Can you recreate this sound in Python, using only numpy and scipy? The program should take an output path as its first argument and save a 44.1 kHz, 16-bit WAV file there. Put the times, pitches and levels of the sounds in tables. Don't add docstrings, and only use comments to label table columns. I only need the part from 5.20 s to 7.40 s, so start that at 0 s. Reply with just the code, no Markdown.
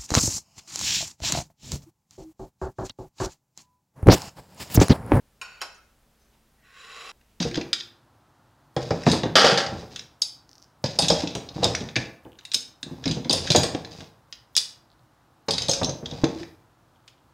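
import sys
import numpy as np
from scipy import signal
from scipy.fft import rfft, irfft
from scipy.io import wavfile

SR = 44100
rng = np.random.default_rng(int(sys.argv[2]) if len(sys.argv) > 2 else 0)


def master(y):
    cut = np.clip(np.atleast_2d(y).T, -1, 1)
    pcm = np.round(cut * 32767)
    wavfile.write(sys.argv[1], SR, pcm.astype(np.int16))


N = 97020
TIME = np.arange(N) / SR

# start in seconds, place (0 near edge, 1 far edge),
# cup level in dB, ring time multiplier, then the levels of plate, clack and table knock in dB.
HITS = [(0.2143, 0, 0.5, 1.15, -59, -36.5, -54), (0.2218, 0.3, -14.5, 1.04, -59, -47, -49),
        (0.4152, 0.93, -1.5, 0.77, -36, -29.5, -39), (0.4225, 1, -11, 0.52, -40, -34, -42),
        (0.4298, 0.85, -18, .7, -53, -43, -39)]
# pitch in Hz, width in Hz, relative level in dB,
# dB gained for each dB of push.
PLATE_TONES = [(465, 81, -8.5, 1.5), (805, 51, -7.5, 3.5), (1075, 74, 0, 1.4), (1148, 67, 2, 1.3),
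               (1320, 104, -4.5, 1.5), (1498, 125, -5, 0.74), (1900, 156, -9, 0.45), (2657, 194, -4.5, 1),
               (3230, 180, -10.5, 1.3), (3927, 100, -2, 1.18), (4885, 67, -8, 1.5), (5366, 97, -11, 1.2),
               (5720, 45, -11, 2), (6850, 55, -10.5, 1.4), (7180, 45, -10.5, 1.05), (7810, 84, -16, 1.5),
               (9210, 55, -19, 1), (10160, 48, -19.5, 1.3)]
DISH_LOWEST_HZ = 260


def from_db(db):
    return 10 ** (np.asarray(db) / 20)


def unit_level(x):
    return x / np.sqrt(np.mean(x ** 2) + 1e-20)


def at_hz(points, hz):
    row_hz, values = np.transpose(points)
    return np.interp(np.log(hz + 1e-3), np.log(row_hz), values)


def coloured(x, spectrum):
    hz = np.arange(N // 2 + 1) * SR / N
    return unit_level(irfft(rfft(x) * from_db(at_hz(spectrum, hz)), N))


def noise(spectrum):
    return coloured(rng.standard_normal(N), spectrum)


def drift(hz):
    smoothing = signal.butter(2, hz, fs=SR, output="sos")
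    return unit_level(signal.sosfilt(smoothing, rng.standard_normal(2 * N))[N:])


def fade_in(start, rise_s):
    return 1 - np.exp(-np.maximum(TIME - start, 0) / rise_s)


def dying(start, ring_s):
    return (TIME >= start) * np.exp(-np.log(1000) * np.maximum(TIME - start, 0) / ring_s)


def ring(start, hz, ring_s):
    return dying(start, ring_s) * np.sin(2 * np.pi * hz * (TIME - start))


def resonate(x, hz, width_hz):
    r = np.exp(-np.pi * width_hz / SR)
    feedback = [1, -2 * r * np.cos(2 * np.pi * hz / SR), r * r]
    return signal.lfilter(np.array([1, 0, -1]) * (1 - r * r) / 2, feedback, x)


def high_pass(x, hz, order=1):
    return signal.sosfilt(signal.butter(order, hz, "high", fs=SR, output="sos"), x)


def stereo(mid, side):
    return np.array([mid + side, mid - side])


def background(air_db=-64.5, width=0.18, waver=0.2):
    # frequency in Hz, relative level in dB.
    air_spectrum = [(12, -33), (20, 2), (103, -8), (133, -9.5), (161, -10), (225, -8), (259, -12.5),
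                    (705, -15.5), (834, -16.5), (958, -18), (1770, -21), (1980, -22.5), (15500, -30)]
    # pitch in Hz, level in dB.
    hum_tones = [(58.5, -71.5), (133, -77), (222, -79)]
    mid, side = (from_db(air_db) * noise(air_spectrum) for _ in range(2))
    for hz, db in hum_tones:
        tone = (1 + waver * drift(2.3)) * np.sin(2 * np.pi * hz * TIME + drift(5.8))
        mid += from_db(db) * unit_level(tone)
    return stereo(mid, width * side)


def room(x, pan_db, echo_db=-8.5, width=0.49):
    # frequency in Hz, ring time in seconds.
    ring_times = [(300, 0.7), (800, 0.43), (2000, 0.56), (5500, 0.41), (12000, 0.22)]
    hz = np.arange(N + 1) * SR / (2 * N)
    decay = np.log(1000) / at_hz(ring_times, hz)
    delay = -2j * np.pi * hz
    mid = side = 0
    for k, trip_s in enumerate(np.geomspace(0.0193, 0.0587, 16)):
        first_s = trip_s * 0.23 * (1 + k % 3)
        echoes = np.exp(delay * first_s) / (1 - np.exp(trip_s * (delay - decay)))
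        mid += (-1) ** k * echoes
        side += (-1) ** (k // 2) * echoes
    bounces = [np.exp(delay * s) for s in (0.0013, 0.0031, 0.0047)]
    scatter = np.prod([(bounce - 0.5) / (1 - 0.5 * bounce) for bounce in bounces], axis=0)
    walls = from_db(echo_db) * scatter * stereo(mid, width * side) / np.std(mid)
    reverb = irfft(rfft(x, 2 * N) * walls, 2 * N)[:, :N]
    lean = high_pass(x, hz=1600) * (from_db([[pan_db], [-pan_db]]) - 1)
    return x + reverb + lean


def fingers():
    # peak time and length in seconds, level in dB, pitch and width in Hz.
    brushes = [(1.043, 0.062, -75.5, 6130, 60), (1.024, 0.056, -77, 5040, 450),
               (1.147, 0.038, -69.5, 810, 160), (1.14, 0.037, -72.5, 2700, 1400),
               (2.014, 0.0056, -61.5, 2200, 1200), (2.12, 0.056, -74, 2800, 1300)]
    out = np.zeros(N)
    for peak_s, length_s, db, hz, width_hz in brushes:
        swell = np.exp(-2 * ((TIME - peak_s) / length_s) ** 2)
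        out += from_db(db) * swell * unit_level(resonate(rng.standard_normal(N), hz, width_hz))
    return out


def plate_scrape(slips_per_s=4600, spread_db=3, plate_db=-0.5, grit_db=-7.5, wood_db=-11):
    # time in seconds, level in dB.
    push = [(1.38, -93), (1.45, -61.5), (1.555, -53), (1.575, -50.5), (1.65, -47.5), (1.69, -47),
            (1.75, -44.5), (1.83, -43.5), (1.918, -44)]
    # time in seconds, extra level in dB.
    snags = [(1.571, 1.42), (1.651, 4.2), (1.715, 3.5), (1.81, 1.5), (1.851, 2), (1.892, 3.3)]
    # frequency in Hz, relative level in dB.
    grit_spectrum = [(200, -37), (700, -21), (1100, -2.5), (1600, 1.5), (2600, -0.5), (3500, -1.5),
                     (4400, -12), (5500, -7), (7500, -15), (9000, -33), (12000, -43), (16000, -41)]
    # frequency in Hz, relative level in dB.
    wood_spectrum = [(150, -44), (280, -10), (420, -0.5), (650, -1.5), (1130, 0.5), (1700, -14),
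                     (4500, -6.5), (8000, -17), (11500, -19), (15500, -33)]
    push_db = np.interp(TIME, *np.transpose(push), left=-140)
    peak_db = push_db.max()
    swell_db = push_db - peak_db
    snag_db = sum(db * np.exp(-((TIME - s) / 0.0043) ** 2) for s, db in snags)
    sizes = from_db(snag_db + spread_db * np.minimum(rng.exponential(1, N), 4))
    slips = sizes * rng.choice([-1, 1], N) * (rng.random(N) < slips_per_s / SR)
    steady = swelling = 0
    for k, (hz, width_hz, db, growth) in enumerate(PLATE_TONES):
        tone = (-1) ** k * from_db(db) * resonate(slips, hz, width_hz)
        steady += tone
        swelling += tone * from_db(growth * swell_db)
    plate = from_db(plate_db) * swelling / np.std(steady)
    grit = from_db(grit_db + swell_db) * coloured(slips * rng.choice([-1, 1], N), grit_spectrum)
    wood = from_db(wood_db + 3 * swell_db) * coloured(slips * rng.choice([-1, 1], N), wood_spectrum)
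    return from_db(peak_db) * high_pass(plate + grit + wood, DISH_LOWEST_HZ, order=3)


def stack_shimmer(level_db=-45.5):
    # frequency in Hz, relative level in dB.
    shimmer_spectrum = [(300, -21), (800, -5.5), (1300, -7), (1460, 6), (1650, -10), (2200, -8.5),
                        (2480, 1.5), (2900, -9.5), (3400, -20.5), (3900, -13), (4200, -17), (4500, -4),
                        (4900, -22), (5450, -13), (6200, -28), (6800, -13), (7400, -25.5), (12000, -39)]
    touch_s, seated_s = HITS[0][0], HITS[-1][0]
    damping = (TIME < seated_s) + dying(seated_s, ring_s=0.1)
    return from_db(level_db) * dying(touch_s, ring_s=1.1) * damping * noise(shimmer_spectrum)


def cup_pings():
    # start in seconds, pitch in Hz, level in dB, ring time in seconds.
    touches = [(0.4086, 3076, -35.5, 0.066), (.4065, 4650, -51, 0.066), (0.4082, 6890, -41, 0.037),
               (.545, 5890, -57.5, 0.24), (0.547, 6820, -59.5, 0.18), (0.544, 8640, -57.5, .04),
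               (0.58, 8800, -64, 0.074), (.581, 1334, -53.5, 0.21)]
    return sum(from_db(db) * fade_in(start, rise_s=0.00078) * ring(start, hz, ring_s)
               for start, hz, db, ring_s in touches)


def cup_clinks(top_hz=13000):
    # pitch in Hz, base ring time in seconds,
    # relative level in dB when hit at the near edge, and when hit at the far edge.
    cup_tones = [(1060.6, 0.26, -44, -42), (1358, 0.19, -48, -48), (1449, 0.51, -48, -46),
                 (1494, 0.11, -46.5, -35.5), (1594, 0.095, -44.5, -33), (1888, 0.23, -51, -50),
                 (2428, 0.073, -37, -39.5), (2500, 0.32, -47, -48.5), (2645, 0.049, -37, -53),
                 (2770, 0.062, -40, -63), (2910, 0.061, -40, -37), (3082, 0.11, -58, -34),
                 (3820, 0.11, -46.5, -40), (3998, 0.086, -64, -38), (4510, 0.22, -57, -54),
                 (4500, 0.39, -52, -59), (4864, 0.12, -70, -39), (5417, 0.13, -42, -32.5),
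                 (5680, 0.13, -59, -39.5), (6300, 0.063, -68, -43), (6730, 0.093, -40.5, -34.5),
                 (7630, 0.12, -61, -52), (8594, 0.1, -45.5, -41.5), (9130, 0.093, -64, -41.5),
                 (10100, 0.078, -55.5, -44.5), (11120, .04, -75, -46), (11850, 0.079, -56, -40.5)]
    # frequency in Hz, relative level in dB.
    clack_spectrum = [(200, -42), (500, -12.5), (900, -9), (1500, -2.5), (2000, -7.5), (2700, -2.5),
                      (3400, -12), (4500, -9), (5500, -5.5), (6200, -21), (7000, -13.5), (9500, -33),
                      (12000, -45), (16000, -56)]
    # frequency in Hz, relative level in dB.
    knock_spectrum = [(120, -42), (250, -11), (450, -1), (700, 2), (1050, 3.5), (1700, -3), (3000, -37),
                      (8000, -52)]
    out = stack_shimmer()
    for start, place, cup_db, stretch, plate_db, clack_db, knock_db in HITS:
        for k, (hz, ring_s, near_db, far_db) in enumerate(cup_tones):
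            tone_db = cup_db + (1 - place) * near_db + place * far_db
            out += (-1) ** k * from_db(tone_db) * ring(start, hz, ring_s * stretch)
        for k, (hz, width_hz, db, _) in enumerate(PLATE_TONES):
            ring_s = np.log(1000) / (np.pi * width_hz)
            out += (-1) ** k * from_db(plate_db + db) * ring(start, hz, ring_s)
        out += from_db(clack_db) * dying(start, ring_s=0.078) * noise(clack_spectrum)
        knock_shape = fade_in(start, rise_s=0.0024) * dying(start, ring_s=0.11)
        out += from_db(knock_db) * knock_shape * noise(knock_spectrum)
    softened = signal.sosfilt(signal.butter(10, top_hz, fs=SR, output="sos"), out)
    return high_pass(softened, DISH_LOWEST_HZ, order=3)


def scene(scrape_end_s=1.918):
    cup_and_hands = room(cup_clinks() + cup_pings() + fingers(), pan_db=-1.3)
    scrape = room(plate_scrape(), pan_db=-0.8)
    cut = np.clip((scrape_end_s - TIME) / 0.001, 0, 1)
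    return cup_and_hands + cut * scrape + background()


def record(dry):
    left, right = dry
    heard = stereo((left + right) / 2, high_pass((left - right) / 2, hz=660))
    return signal.sosfilt(signal.ellip(10, 0.1, 70, 15800, fs=SR, output="sos"), heard)


dry = scene()
out = record(dry)
master(out)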